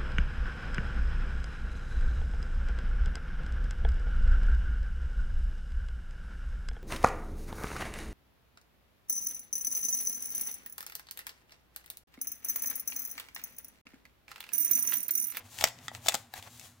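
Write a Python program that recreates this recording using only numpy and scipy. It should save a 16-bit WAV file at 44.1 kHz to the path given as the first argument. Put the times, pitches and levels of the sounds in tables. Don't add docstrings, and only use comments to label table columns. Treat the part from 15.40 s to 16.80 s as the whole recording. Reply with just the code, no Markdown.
import sys
import numpy as np
from scipy import signal
from scipy.fft import rfft, irfft
from scipy.io import wavfile

SR = 44100
rng = np.random.default_rng(int(sys.argv[2]) if len(sys.argv) > 2 else 0)


def transcribe(u):
    v = np.clip(np.atleast_2d(u).T, -1, 1)
    q = np.round(v * 32767).astype(np.int16)
    wavfile.write(sys.argv[1], SR, q)


N = 61739


def clicks(size=4096, bass_loss_db_per_octave=7, lowest_hz=130):
    impacts = [(0.1868, 0.0016, -69, -57, -42, -37.5, -42, -44.5, 7, None),
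               (0.2097, 0.0016, -45, -41.5, -41.5, -32, -40, -40, 6.5, ("catch", -16.5)),
               (0.2122, 0.002, -45, -44, -45, -34, -39, -39.5, -1, None),
               (0.222, 0.0033, -36.5, -41, -48, -35, -48, -49.5, 9, None),
               (0.2398, 0.0021, -30, -32, -25.5, -21, -17, -25, 3, ("catch", 0)),
               (0.2535, 0.0012, -40, -53, -56, -33, -41.5, -43, 3, None),
               (0.2725, 0.0015, -49, -48, -53, -35, -40, -45, -3, None),
               (0.276, 0.00091, -56.5, -47, -46.5, -37.5, -46, -52.5, 4.5, None),
               (0.285, 0.0012, -66, -73, -57, -41.5, -42.5, -44, -0.5, None),
               (0.3876, 0.0017, -60.5, -72, -52, -54, -54, -72, 7.5, None),
               (0.482, 0.0008, -48.5, -48, -38.5, -42.5, -37, -52, 1.5, ("button", 0)),
               (0.5159, 0.00061, -45.5, -55, -57, -69, -71, -72, -3.5, None),
               (0.5493, 0.0013, -56, -55, -48, -38.5, -42, -54, 5, ("button", -8)),
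               (0.6605, 0.0019, -42.5, -50, -52, -44, -49, -48, 9.5, ("rim", -6.5)),
               (0.663, 0.0019, -38.5, -47, -44.5, -51, -41, -53, 1.5, None),
               (0.6686, 0.0027, -51, -47, -53, -36, -37, -42.5, 5.5, None),
               (0.684, 0.0013, -38.5, -32, -27.5, -22.5, -25, -30, 3.5, ("latch", 0)),
               (0.6864, 0.0015, -37, -38, -35, -28, -17.5, -25, 4, None),
               (0.6941, 0.0015, -35.5, -35, -48, -31.5, -39, -36, 8, None),
               (0.7209, 0.0028, -46.5, -48, -39, -44, -38.5, -47, 1, ("tab", 0)),
               (0.7416, 0.0029, -38.5, -41, -48, -33, -28, -34, 3.5, None),
               (0.7447, 0.0018, -39, -37, -35, -29, -34, -36.5, 4.5, ("cavity", 0)),
               (0.751, 0.0014, -39.5, -35, -47.5, -29.5, -32.5, -34.5, 5.5, None),
               (0.938, 0.0016, -49, -62, -66, -43, -49, -50, 6.5, ("rim", 0)),
               (1.0254, 0.0019, -54.5, -71.5, -52.5, -42.5, -53.5, -53, 3, None),
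               (1.196, 0.0017, -67, -75, -54, -57, -45.5, -52, 7.5, ("tab", -10)),
               (1.2125, 0.001, -62, -67.5, -54, -57, -59, -61, 3.5, ("tab", -12))]
    band_edges = [500, 1050, 1600, 2400, 4500, 8300, 16000]
    # (frequency [Hz], width [Hz], gain [dB])
    shell_peaks = [(798, 340, 11), (1870, 150, 4), (3675, 560, 1.5), (5120, 576, 3.5), (7400, 1900, 8.5),
                   (10540, 3000, -4)]
    f = np.maximum(np.fft.rfftfreq(size, 1 / SR), 1)
    low, high = np.array(band_edges[:-1]), np.array(band_edges[1:])
    log_centres = np.log(low * high) / 2
    shell_db = sum(db / (1 + (2 * (f - hz) / width_hz) ** 2) for hz, width_hz, db in shell_peaks)
    shell_db -= bass_loss_db_per_octave * np.log2(np.maximum(low[0] / f, 1))
    band_energy = [np.sum(from_db(shell_db[(f >= a) & (f < b)]) ** 2) / len(f) for a, b in zip(low, high)]
    band_db = 10 * np.log10(np.array(band_energy) / (.003 * SR))
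    cracks, rings = np.zeros((2, 2, N + size))
    for time, length, *levels_db, pan_db, struck in impacts:
        crack_db = shell_db + np.interp(np.log(f), log_centres, np.array(levels_db) - band_db)
        crack = irfft(rfft(contact(length), size) * minimum_phase(crack_db))
        start, pan = int(time * SR), from_db(np.array([[1], [-1]]) * pan_db / 2)
        cracks[:, start:start + size] += stereo(crack, width=0.44) * pan
        if struck:
            rings[:, start:start + size] += part_ring(*struck) * pan
    highpass = signal.butter(2, lowest_hz, "high", fs=SR, output="sos")
    return signal.sosfilt(highpass, shell_ring(cracks) + rings)[:, :N]


def contact(length, size=2048, t60=0.01, evenness=0.81):
    envelope = from_db(-60 * np.maximum(np.arange(size) / SR - length, 0) / t60)
    burst = grainy_noise(size, grain_db=2)
    for _ in range(2):
        spectrum = rfft(burst * envelope)
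        burst = irfft(spectrum / (np.abs(spectrum) + 1e-12) ** evenness)
    burst *= envelope
    return burst / np.sqrt(np.sum(burst ** 2, axis=1, keepdims=True))


def part_ring(part, db, size=4096, delay_s=0.00021, attack_s=0.00017, skew_rad=0.27):
    part_modes = {"catch": [(662, -20.5, 0.017), (883, -14.5, 0.012), (1987, -18, 0.015),
                  (5330, -6.5, 0.006), (14250, -15, 0.0092)], "latch": [(674, -27, 0.058),
                  (3545, -18.5, .02), (6600, -26, 0.0179)], "button": [(1360, -28.5, 0.0087),
                  (1940, -32, 0.027), (2360, -27, .005), (3360, -21, 0.0048), (5100, -33.5, .0035)],
                  "rim": [(792, -32.5, 0.02), (1678, -33.5, 0.019), (3920, -33.5, 0.014),
                  (14550, -29.5, .007)], "tab": [(2630, -37, 0.013), (3670, -37.5, 0.014)],
                  "cavity": [(243, -37, .02), (508, -25, 0.011)]}
    t = np.maximum(np.arange(size) / SR - delay_s, 0)
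    phase = skew_rad * np.array([[1], [-1]])
    ring = sum(from_db(db + mode_db - 60 * t / t60) * np.sin(2 * np.pi * hz * t + phase)
               for hz, mode_db, t60 in part_modes[part])
    return ring * (1 - np.exp(-t / attack_s))


def shell_ring(cracks):
    # (frequency [Hz], gain [dB], T60 [s])
    shell_modes = [(671, 0, 0.043), (797, -9.5, 0.1), (1140, -4, 0.11), (1936, -4.5, 0.16),
                   (2600, -5.5, 0.14), (3550, -13, 0.055), (6680, -6.5, 0.085)]
    return cracks + sum(from_db(db) * resonance(cracks, hz, width_hz=np.log(1000) / (np.pi * t60))
                        for hz, db, t60 in shell_modes)


def slides(grain_db=2.5):
    # (peak time [s], rise [s], fall [s], rumble [dB], rub [dB], hiss [dB])
    movements = [(.008, 0.033, 0.015, -67, -54, -66), (0.059, 0.013, 0.019, -59.5, -59.5, -59.5),
                 (.15, 0.038, 0.042, -64, -62, -51), (.208, .022, 0.038, -51, -49.5, -42),
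                 (.275, 0.043, 0.018, -57, -46, -48), (.39, 0.052, 0.094, -58.5, -61.5, -68.5),
                 (.46, 0.033, 0.018, -60, -60.5, -55.5), (0.556, 0.022, 0.02, -56, -54.5, -53),
                 (.585, 0.018, 0.027, -55.5, -61.5, -78), (.672, 0.024, 0.02, -53.5, -51, -45.5),
                 (0.733, 0.029, 0.04, -67, -49, -46.5), (0.973, 0.021, 0.016, -79, -47.5, -48.5),
                 (0.994, 0.011, 0.0071, -54.5, -50.5, -56), (1.04, 0.022, 0.02, -69, -59, -55.5),
                 (1.075, 0.015, 0.0079, -60, -49.5, -57), (1.15, 0.056, 0.1, -62.5, -66.5, -55),
                 (1.252, 0.03, 0.029, -60.5, -59, -52)]
    # (frequency [Hz], relative density [dB])
    rumble_spectrum = [(25, -25.5), (60, -17), (90, 4.5), (120, 2.5), (160, -12), (250, -10.5), (1000, -48)]
    rub_spectrum = [(100, -9), (350, -14.5), (750, -1.5), (1300, -8), (2000, -6.5), (3500, -12.5),
                    (8000, -28.5)]
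    hiss_spectrum = [(200, -33), (1350, -12.5), (2000, -7.5), (3600, 1), (5200, -1.5), (6700, 2.5),
                     (9500, -3), (12800, -3.5), (17000, -7.5)]
    t, power = np.arange(N) / SR, 0
    for peak, rise, fall, *levels_db in movements:
        swell = np.exp(1 - np.hypot(1, 2 * (t - peak) / np.where(t < peak, rise, fall)))
        power += np.outer(from_db(levels_db) ** 2, swell)
    rumble_gain, rub_gain, hiss_gain = np.sqrt(power)
    rub = rub_gain * coloured(grainy_noise(N, grain_db), rub_spectrum)
    hiss = hiss_gain * coloured(grainy_noise(N, grain_db), hiss_spectrum)
    rumble = rumble_gain * coloured(rng.standard_normal(N), rumble_spectrum)
    return stereo(rub + hiss, width=0.48, pan_db=3.5) + rumble


def reflections(x, t60, db, delay_s, top_hz=6960):
    t = np.arange(SR // 2) / SR
    tail = rng.standard_normal((2, len(t))) * from_db(-60 * t / t60) * (t > delay_s)
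    tail = signal.sosfilt(signal.butter(1, top_hz, fs=SR, output="sos"), tail)
    tail = stereo(tail / np.sqrt(np.sum(tail ** 2) / 2), width=.55)
    return from_db(db) * signal.fftconvolve(x, tail, axes=1)[:, :N]


def background(floor_db=-65.5):
    # (frequency [Hz], width [Hz], level [dB])
    hum_bands = [(97.5, 15.8, -66.5), (116.8, 7.1, -72.5), (240.3, 7.8, -69.5)]
    # (frequency [Hz], relative density [dB])
    floor_spectrum = [(35, -17.5), (70, -11.5), (100, -12), (160, -8), (260, -10), (400, -16), (900, -12.5),
                      (2000, -18), (7000, -31), (16000, -35)]
    # (time [s], level [dB])
    level_curve = [(.86, 2), (.93, -3.5), (.97, 2), (1.4, -2)]
    hum = 0
    for hz, width_hz, db in hum_bands:
        band = resonance(rng.standard_normal(N + SR), hz, 2 * width_hz)
        band = resonance(band, hz, 2 * width_hz)[SR:]
        hum += from_db(db) * unit_rms(band)
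    floor = from_db(floor_db) * stereo(coloured(rng.standard_normal((2, N)), floor_spectrum), width=0.18)
    return (hum + floor) * from_db(np.interp(np.arange(N) / SR, *np.transpose(level_curve)))


def grainy_noise(size, grain_db, grain_samples=24):
    knots = rng.standard_normal(size // grain_samples + 2)
    roughness = np.interp(np.arange(size) / grain_samples, np.arange(len(knots)), knots)
    return rng.standard_normal((2, size)) * from_db(grain_db * roughness)


def resonance(x, hz, width_hz):
    r = np.exp(-np.pi * width_hz / SR)
    feedback = [1, -2 * r * np.cos(2 * np.pi * hz / SR), r * r]
    return signal.lfilter(np.array([1, 0, -1]) * (1 - r * r) / 2, feedback, x + 1e-18)


def minimum_phase(db):
    cepstrum = irfft(np.log(from_db(db)))
    half = len(cepstrum) // 2
    cepstrum[1:half] *= 2
    cepstrum[half + 1:] = 0
    return np.exp(rfft(cepstrum))


def coloured(noise, spectrum):
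    hz, db = np.transpose(spectrum)
    f = np.maximum(np.fft.rfftfreq(N, 1 / SR), 1)
    gain = from_db(np.interp(np.log(f), np.log(hz), db))
    return unit_rms(irfft(rfft(noise) * gain, N))


def stereo(pair, width, pan_db=0):
    mid, side = pair
    sign = np.array([[1], [-1]])
    return (mid + sign * width * side) * from_db(sign * pan_db / 2) / np.sqrt(1 + width ** 2)


def from_db(db):
    return 10 ** (np.asarray(db) / 20)


def unit_rms(x):
    return x / np.sqrt(np.mean(x ** 2) + 1e-20)


def scene():
    direct = clicks()
    near = reflections(direct, t60=0.057, db=-10.5, delay_s=0.0011)
    room = reflections(direct, t60=0.33, db=-20.5, delay_s=0.0039)
    return direct + near + room + slides() + background()


def record(dry, alike_below_hz=695, cutoff_hz=16100):
    mid, side = (dry[0] + dry[1]) / 2, (dry[0] - dry[1]) / 2
    f = np.fft.rfftfreq(N, 1 / SR)
    side = irfft(rfft(side) * f / (f - 1j * alike_below_hz), N)
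    rounded = np.tanh([mid + side, mid - side])
    return signal.sosfilt(signal.ellip(10, .1, 80, cutoff_hz, fs=SR, output="sos"), rounded)


dry = scene()
out = record(dry)
transcribe(out)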